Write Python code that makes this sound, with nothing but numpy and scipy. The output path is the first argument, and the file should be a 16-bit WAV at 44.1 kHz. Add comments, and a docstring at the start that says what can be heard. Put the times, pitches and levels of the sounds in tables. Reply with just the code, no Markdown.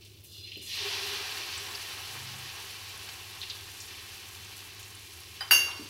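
"""Batter sizzles in hot oil in a wide pan, as its water boils into countless tiny bursting bubbles.
The oil ticks thinly at first, flares up as the batter spreads, then settles with a few spits.
Near the end a steel ladle knocks lightly on a dish and is set down with a bright, ringing clink.
Spits and knocks echo in the small kitchen, and a motor hums behind it all."""
import sys
import numpy as np
from scipy import signal
from scipy.fft import rfft, irfft, next_fast_len
from scipy.io import wavfile
from scipy.ndimage import uniform_filter1d

SR = 44100
rng = np.random.default_rng(int(sys.argv[2]) if len(sys.argv) > 2 else 0)


def master_out(mix):
    """Clip the mix to full scale and print it as 16-bit PCM to the path in sys.argv[1]."""
    frames = np.transpose(np.atleast_2d(mix))
    ceiling = np.clip(frames, -1, 1)
    pcm = np.round(ceiling * 32767).astype(np.int16)
    wavfile.write(sys.argv[1], SR, pcm)


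N = 259749
TIME = np.arange(N) / SR


def amp(db):
    """Turns decibels into a gain to multiply by."""
    return 10 ** (np.asarray(db) / 20)


def unit(x):
    """Scales a signal to an average strength (rms) of 1."""
    return x / np.sqrt(np.mean(x ** 2) + 1e-20)


def look_up(points, hz):
    """Reads a table by pitch, sliding smoothly between its rows."""
    pitches, values = np.transpose(points)
    return np.interp(np.log(hz + 1), np.log(pitches + 1), values)


def colour(x, spectrum):
    """Turns each pitch up or down as a table says; the result has strength 1."""
    size = next_fast_len(len(x))
    gain = amp(look_up(spectrum, np.fft.rfftfreq(size, 1 / SR)))
    return unit(irfft(rfft(x, size) * gain, size)[:len(x)])


def band(x, hz, octaves):
    """Keeps only the pitches around hz; the result has strength 1."""
    size = next_fast_len(len(x))
    away = np.log2((np.fft.rfftfreq(size, 1 / SR) + 1) / hz) / octaves
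    return unit(irfft(rfft(x, size) * np.exp(-.5 * away ** 2), size)[:len(x)])


def drift(per_s):
    """A random wobble that heads for a new value per_s times a second."""
    knots = rng.standard_normal(4096)
    return unit(np.interp(TIME * per_s, np.arange(len(knots)), knots))


def add(mix, start, sound):
    """Mixes a sound in at a start time in seconds."""
    part = mix[round(start * SR):][:len(sound)]
    part += sound[:len(part)]


def ramp(start, length):
    """A smooth step from 0 to 1."""
    return np.sin(np.pi / 2 * np.clip((TIME - start) / length, 0, 1)) ** 2


def swell(start, rise, hold, release, db):
    """A gain that rises, holds and dies away, with times in seconds."""
    return amp(db) * ramp(start, rise) * (1 - ramp(start + rise + hold, release))


def flare(start, rise, hold, peak_db, settled_db, settle_s):
    """A gain for boiling: it jumps up, holds, and eases as the water in the batter runs out."""
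    water_left = np.exp(-np.maximum(TIME - start - rise - hold, 0) / settle_s)
    return ramp(start, rise) * amp(settled_db + (peak_db - settled_db) * water_left)


def bursts(rows, grain):
    """Short rushes of noise; grain makes them sputter. A fade time is the time to fall by 60 dB."""
    t, out = np.arange(SR // 2) / SR, np.zeros(N)
    for start, db, hz, octaves, fade in rows:
        noise, lumps = rng.standard_normal((2, len(t)))
        shape = amp(db - 60 * t / fade) * (1 - np.exp(-(t * hz / 2) ** 2))
        add(out, start, band(noise * np.exp(grain * lumps), hz, octaves) * shape)
    return out


def strike(notes, noise_bands, blows, shimmer):
    """Returns a struck thing's noisy knock and its ring; shimmer makes the high notes flutter."""
    knock = bursts([(start, blow_db + db, hz, octaves, fade)
                    for start, blow_db in blows for db, hz, octaves, fade in noise_bands], grain=0.17)
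    hz, db, fade, rise = np.transpose(notes)[:, :, None]
    t, ring = np.arange(SR // 2) / SR, np.zeros(N)
    shape = amp(db - 60 * t / fade) * (1 - np.exp(-(t / rise) ** 2))
    for start, blow_db in blows:
        flutter = unit(uniform_filter1d(rng.standard_normal(shape.shape), 300, axis=1))
        phase = 2 * np.pi * hz * t + shimmer * flutter * hz / hz.max()
        add(ring, start, amp(blow_db) * (shape * np.sin(phase)).sum(0))
    return knock, ring


# The room's hiss and the motor's rumble. Each row: pitch in Hz, relative level in dB.
ROOM_TONE = [(20, -16), (50, -12.5), (70, -6.5), (85, 4.5), (108, -7.5), (135, -7), (165, -16), (200, -10),
             (245, -19.5), (365, -7.5), (480, -20.5), (680, -27), (1600, -53), (15000, -29.5)]
# The motor's notes. Each row: pitch in Hz, level in dB.
MOTOR_NOTES = [(101, -58.5), (81.4, -68)]


def motor():
    """A motor hums, wavering a little, over the steady noise of the room."""
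    rumble = amp(-57.5) * colour(rng.standard_normal(N), ROOM_TONE)
    hum = sum(amp(db + 2.0 * drift(7.0)) * unit(np.sin(2 * np.pi * hz * TIME + 0.26 * drift(3.0)))
              for hz, db in MOTOR_NOTES)
    return rumble + hum


def drone(hz=129):
    """A low note swells once, with a breathy band a fifth above it."""
    note = unit(np.sin(2 * np.pi * hz * TIME + 0.28 * drift(11.8)))
    breath = amp(-8.5) * band(rng.standard_normal(N), hz * 3 / 2, octaves=0.3)
    return (note + breath) * swell(start=2.03, rise=0.22, hold=0.14, release=0.17, db=-52.5)


# How long the kitchen echoes. Each row: pitch in Hz, fade time in seconds.
ECHO_FADES = [(200, 0.62), (2000, 0.62), (6000, 0.8), (15000, 0.33)]


def kitchen_echo(x):
    """The room smears a sound into a soft tail whose highest treble dies first."""
    hz, t, noise = signal.stft(rng.standard_normal(SR // 2), SR, nperseg=256)
    fading = noise * amp(-60 * t / look_up(ECHO_FADES, hz)[:, None]) * (t > .008)
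    tail = signal.istft(fading, SR, nperseg=256)[1]
    return signal.oaconvolve(x, tail / np.linalg.norm(tail))[:N]


# The notes that ladle and dish ring with.
# Each row: pitch in Hz, relative level in dB, fade time in seconds, rise time in seconds.
LADLE_NOTES = [(1513, -19, .25, .001), (2175, -26, .9, .002), (2773, -2.5, .38, .002),
               (2844, -6.5, .5, .002), (3080, -23, .2, .002), (4636, -6.5, .47, .001),
               (4654, -16, .6, .002), (4730, -13, .12, .001), (5548, -13, .55, .006), (5700, -18, .2, .001),
               (6305, -2, .29, .045), (6632, -17, .35, .004), (7165, -26, .45, .02), (7900, -27, .2, .002),
               (8742, -26, .3, .005), (9130, -29, .3, .005), (9862, -13, .22, .003),
               (10396, -11, .22, .015), (10578, -14, .2, .015), (10658, -14, .2, .015),
               (10790, -20, .18, .004), (11190, -19, .18, .004), (11940, -21, .2, .004),
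               (12420, -25, .3, .004), (12940, -12, .2, .001), (13343, -10, .17, .02),
               (13625, -16, .19, .006), (14265, -18, .19, .008), (14414, -15, .22, .006),
               (14770, -20, .2, .002)]
DISH_NOTES = [(790, -17, .15, .001), (1560, -10, .07, .001), (1850, -8, .06, .001), (3074, 1, .11, .012),
              (3930, -13, .1, .001), (4810, -9, .16, .002), (4910, -4, .08, .001)]
# The noisy part of each one's knock.
# Each row: relative level in dB, pitch in Hz, width in octaves, fade time in seconds.
LADLE_CLASH = [(-25, 410, 0.59, 0.82), (7, 1620, 0.2, 0.017), (-4, 1800, 1.17, 0.22),
               (-5, 8500, 2.7, 0.017), (-10, 10450, 0.072, 0.37), (-7, 13600, 0.11, 0.29)]
DISH_CLASH = [(-5, 1300, 0.78, 0.23), (-15.5, 10000, .25, 0.14)]
# When each one is struck. Each row: start in seconds, relative level in dB.
LADLE_BLOWS = [(5.509, -12.5)]
DISH_BLOWS = [(5.407, -26), (5.479, -44)]
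# The ladle coming to rest.
# Each row: start in seconds, relative level in dB, pitch in Hz, width in octaves, fade time in seconds.
RATTLES = [(5.665, -35, 1070, 0.39, 0.52), (5.713, -28, 3020, 0.27, 0.065), (5.79, -34.5, 280, 0.51, 0.23)]


def ladle():
    """The ladle touches the dish, clinks, then rattles and thuds to rest; returns knocks and ringing."""
    dish_knock, dish_ring = strike(DISH_NOTES, DISH_CLASH, DISH_BLOWS, shimmer=0.55)
    ladle_knock, ladle_ring = strike(LADLE_NOTES, LADLE_CLASH, LADLE_BLOWS, shimmer=0.82)
    knocks = dish_knock + ladle_knock + bursts(RATTLES, grain=0.17)
    return amp(-7.5) * knocks, dish_ring + ladle_ring


# The batter landing.
# Each row: start in seconds, relative level in dB, pitch in Hz, width in octaves, fade time in seconds.
PLOPS = [(0.556, -37.5, 260, 0.64, 0.18)]


def batter_plop():
    """The batter drops into the oil with a low, soft plop."""
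    return amp(-7.5) * bursts(PLOPS, grain=0.17)


# The oil's main spits.
# Each row: start in seconds, relative level in dB, pitch in Hz, width in octaves, fade time in seconds.
SPITS = [(0.049, -45, 7000, 1, .08), (0.238, -43.5, 12200, 0.32, 0.16), (0.473, -35, 2770, 0.25, 0.071),
         (0.518, -30.5, 2900, 0.26, 0.075), (0.557, -23.5, 2840, 0.12, 0.038),
         (0.575, -33, 13500, 0.33, 0.0077), (1.578, -28.5, 7800, 0.1, .04), (1.751, -24, 4900, 0.16, 0.039),
         (2.975, -33, 10200, .1, 0.029), (3.088, -30.5, 3530, 0.87, 0.061),
         (3.415, -26.5, 4020, 0.16, 0.053), (3.428, -25.5, 3320, 0.44, 0.083),
         (3.498, -25, 4000, 0.45, 0.054), (3.503, -23, 3630, 0.27, 0.067), (3.802, -32.5, 5900, 0.4, 0.12),
         (4.569, -23, 5500, 0.81, 0.0054)]


def oil_spits(faint_count=12, faint_from_s=2.2, low_hz=4400, high_hz=12100):
    """The oil spits sharply; faint spits join by chance once the batter's edge starts to set."""
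    faint = []
    for when, weakness, height in rng.random((faint_count, 3)):
        start = faint_from_s + when * (N / SR - faint_from_s)
        hz = low_hz * (high_hz / low_hz) ** height
        faint.append((start, -35.5 - 8 * weakness, hz, 0.23, 0.044))
    return amp(-8) * bursts(SPITS + faint, grain=0.56)


def oil_ticks(vigour, per_s=110):
    """Single drops of oil snap dryly, louder when the frying is stronger."""
    snaps = (rng.random(N) < per_s / SR) * rng.standard_normal(N)
    return amp(-35.5) * band(snaps, hz=6500, octaves=2.5) * vigour ** .5


# When each part of the frying flares up, in seconds; the finest bubbles answer the batter first.
FIZZ_S, CRACKLE_S, SIMMER_S, HOLLOW_S = 0.608, 0.63, 0.665, 0.75


def pan_hollow(hz=401):
    """The pour stirs the pan's hollow note and gulps once at the same pitch."""
    gain = flare(HOLLOW_S, rise=0.07, hold=0.3, peak_db=-52, settled_db=-70, settle_s=0.8)
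    hollow = band(rng.standard_normal(N), hz, octaves=0.064) * gain
    gulp = swell(start=0.838, rise=0.025, hold=0.008, release=0.025, db=-42)
    return hollow + gulp * unit(np.sin(2 * np.pi * hz * TIME))


# The ringing spot under the ladle. Each row: pitch in Hz, width in octaves, relative level in dB.
SPOT_BANDS = [(2734, 0.012, -1.5), (2900, 0.0087, 2), (3460, 0.036, 3), (3700, 0.0089, 0), (4133, 0.011, 8),
              (4400, .02, -20), (4920, .02, 2)]


def pour_spot():
    """The oil right under the ladle spatters and rings, for the first drip and then for the pour."""
    drops = rng.standard_normal(N) * amp(2.1 * drift(150))
    ringing = unit(sum(amp(db) * band(drops, hz, octaves) for hz, octaves, db in SPOT_BANDS))
    drip = swell(start=0.2, rise=0.2, hold=0.45, release=0.14, db=-48.5)
    pour = flare(FIZZ_S, rise=0.16, hold=0.4, peak_db=-48, settled_db=-80, settle_s=0.5)
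    return ringing * (drip + pour)


# Small flurries in the oil, before and after the pour.
# Each row: start in seconds, crackle level in dB, fizz level in dB, fade time in seconds.
FLURRIES = [(0.0, -54.5, -66, 1.8), (0.232, -66, -58, 1.4), (0.312, -50, -60.5, 1.8), (0.45, -53, -72, 6.0),
            (3.86, -48, -68, 4.4)]


def boiling(waver_db=0.58, wavers_per_s=7):
    """Gains for crackle, fizz and simmer: bare hot oil, the pour and the flurries add their power."""
    pour = (flare(CRACKLE_S, rise=0.1261, hold=0.44, peak_db=-36.5, settled_db=-52, settle_s=1.82),
            flare(FIZZ_S, rise=0.02, hold=0.64, peak_db=-48.5, settled_db=-59, settle_s=3.5),
            flare(SIMMER_S, rise=0.23, hold=0.35, peak_db=-46, settled_db=-66, settle_s=3.9))
    bare_oil_db = (-65, -72, -76.5)
    crackle, fizz, simmer = [amp(db) ** 2 + gain ** 2 for db, gain in zip(bare_oil_db, pour)]
    for start, crackle_db, fizz_db, fade in FLURRIES:
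        shape = ramp(start, 0.018) * amp(-60 * np.maximum(TIME - start, 0) / fade)
        crackle += (amp(crackle_db) * shape) ** 2
        fizz += (amp(fizz_db) * shape) ** 2
    return [np.sqrt(power) * amp(waver_db * drift(wavers_per_s)) for power in (crackle, fizz, simmer)]


def pops(vigour, low_hz, high_hz, per_s, spread_db, cycles, clump_db, sizes=14):
    """Bubbles of many sizes burst in clumps, thicker as the frying grows; each is a tiny dying snap."""
    t, out = np.arange(256) / SR, np.zeros(N)
    crowding = unit(vigour)
    for hz in np.geomspace(low_hz, high_hz, sizes):
        bursting = rng.random(N) < crowding * per_s / sizes / SR
        size_db = spread_db * np.minimum(rng.exponential(1, N), 4)
        kicks = bursting * amp(size_db) * rng.choice([-1, 1], N)
        pop = np.sin(2 * np.pi * hz * t) * np.exp(-t * hz / cycles)
        out += np.convolve(kicks, unit(pop) * np.sqrt(hz))[:N]
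    return unit(out * amp(clump_db * drift(45)) / np.sqrt(crowding))


def fry(single_pops, spectrum, hiss_db, echo_db, echo_s):
    """Pops ride on the hiss of countless smaller ones, and the steel wall throws them faintly back."""
    direct = colour(single_pops + amp(hiss_db) * rng.standard_normal(N), spectrum)
    t = np.arange(1024) / SR
    wall = rng.standard_normal(len(t)) * np.exp(-t / echo_s) * (t > .0005)
    return unit(direct + amp(echo_db) * unit(signal.oaconvolve(direct, wall)[:N]))


# The bottom edge of the crackle. Each row: time in seconds, lowest pitch in Hz.
LOWEST_PITCH = [(0.25, 2150), (0.34, 3300), (0.48, 1830), (0.65, 1900), (0.76, 1400)]


def bubble_growth(crackle):
    """Cuts away the crackle below a moving pitch, which sinks as the bubbles grow."""
    hz, t, slices = signal.stft(crackle, SR, nperseg=512)
    ratio = (hz[:, None] + 1) / np.interp(t, *np.transpose(LOWEST_PITCH))
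    return signal.istft(slices / np.sqrt(1 + ratio ** -18), SR, nperseg=512)[1][:N]


# The pitches the pan rings at. Each row: pitch in Hz, width in octaves, boost in dB.
PAN_NOTES = [(730, 0.025, 0.5), (1076, 0.051, 4), (1285, 0.015, 5), (1653, 0.023, 3.5), (2167, 0.0045, 8),
             (2373, 0.013, 6.5), (3000, 0.023, 0.5), (3480, .03, 0.5), (4250, 0.016, 2), (5570, 0.018, 1),
             (5930, 0.0059, 5)]


def pan_body(x):
    """The pan rings along with the bubbles and makes its own pitches louder."""
    hz = np.fft.rfftfreq(N, 1 / SR) + 1
    lift_db = sum(db * np.exp(-.5 * (np.log2(hz / note) / octaves) ** 2)
                  for note, octaves, db in PAN_NOTES)
    return irfft(rfft(x) * amp(lift_db), N)


# The tone of middle-sized, fine and large bubbles. Each row: pitch in Hz, relative level in dB.
CRACKLE_TONE = [(1300, -62), (1850, -6), (2300, -6.5), (3000, -1), (3800, -2), (4400, -2.5), (5500, -4.5),
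                (6300, -9.5), (7500, -23), (11000, -37)]
FIZZ_TONE = [(3500, -15), (6500, 0.5), (8500, -2), (11000, -1), (13000, -3), (15000, -7.5), (16000, -11)]
SIMMER_TONE = [(150, -21), (300, -6.5), (480, -6.5), (620, -12), (760, -1.5), (900, -2.5), (1130, -1),
               (1400, -3), (1650, 0.5), (2200, -3.5), (2900, 2), (4500, -15)]


def sizzle(crackle_gain, fizz_gain, simmer_gain):
    """Water boils out of the batter: middle-sized bubbles crackle, fine ones fizz, large ones simmer."""
    middle = pops(crackle_gain, 1900, 7800, per_s=9000, spread_db=1.0, cycles=0.4, clump_db=0.98)
    fine = pops(crackle_gain, 5700, 17600, per_s=9000, spread_db=2.5, cycles=0.49, clump_db=2.2)
    large = pops(crackle_gain, 364, 2680, per_s=6000, spread_db=1.5, cycles=0.64, clump_db=1.0)
    crackle = fry(middle, CRACKLE_TONE, hiss_db=-0.87, echo_db=-8, echo_s=0.012)
    crackle = bubble_growth(crackle) * crackle_gain
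    fizz = fry(fine, FIZZ_TONE, hiss_db=-0.45, echo_db=-11, echo_s=0.008) * fizz_gain
    simmer = fry(large, SIMMER_TONE, hiss_db=1, echo_db=-12, echo_s=0.054) * simmer_gain
    return pan_body(amp(-0.49) * crackle + amp(0.88) * fizz + amp(1.18) * simmer)


def scene():
    """The pan close by and the ladle a little farther off, the same in both channels."""
    crackle_gain, fizz_gain, simmer_gain = boiling()
    frying = sizzle(crackle_gain, fizz_gain, simmer_gain)
    frying += pour_spot() + pan_hollow() + oil_ticks(fizz_gain)
    spits = oil_spits()
    plop = batter_plop()
    knocks, ringing = ladle()
    echo = kitchen_echo(amp(-8) * spits + amp(-7) * (plop + knocks) + amp(-14) * ringing)
    mix = frying + spits + plop + knocks + ringing + echo + motor() + drone()
    return np.array([mix, mix])


def record(dry):
    """Steeply cuts off the very highest treble."""
    cutoff_hz = 15850
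    low_pass = signal.firwin(511, cutoff_hz, window=("kaiser", 9), fs=SR)
    return signal.oaconvolve(dry, low_pass[None], "same")


dry = scene()
out = record(dry)
master_out(out)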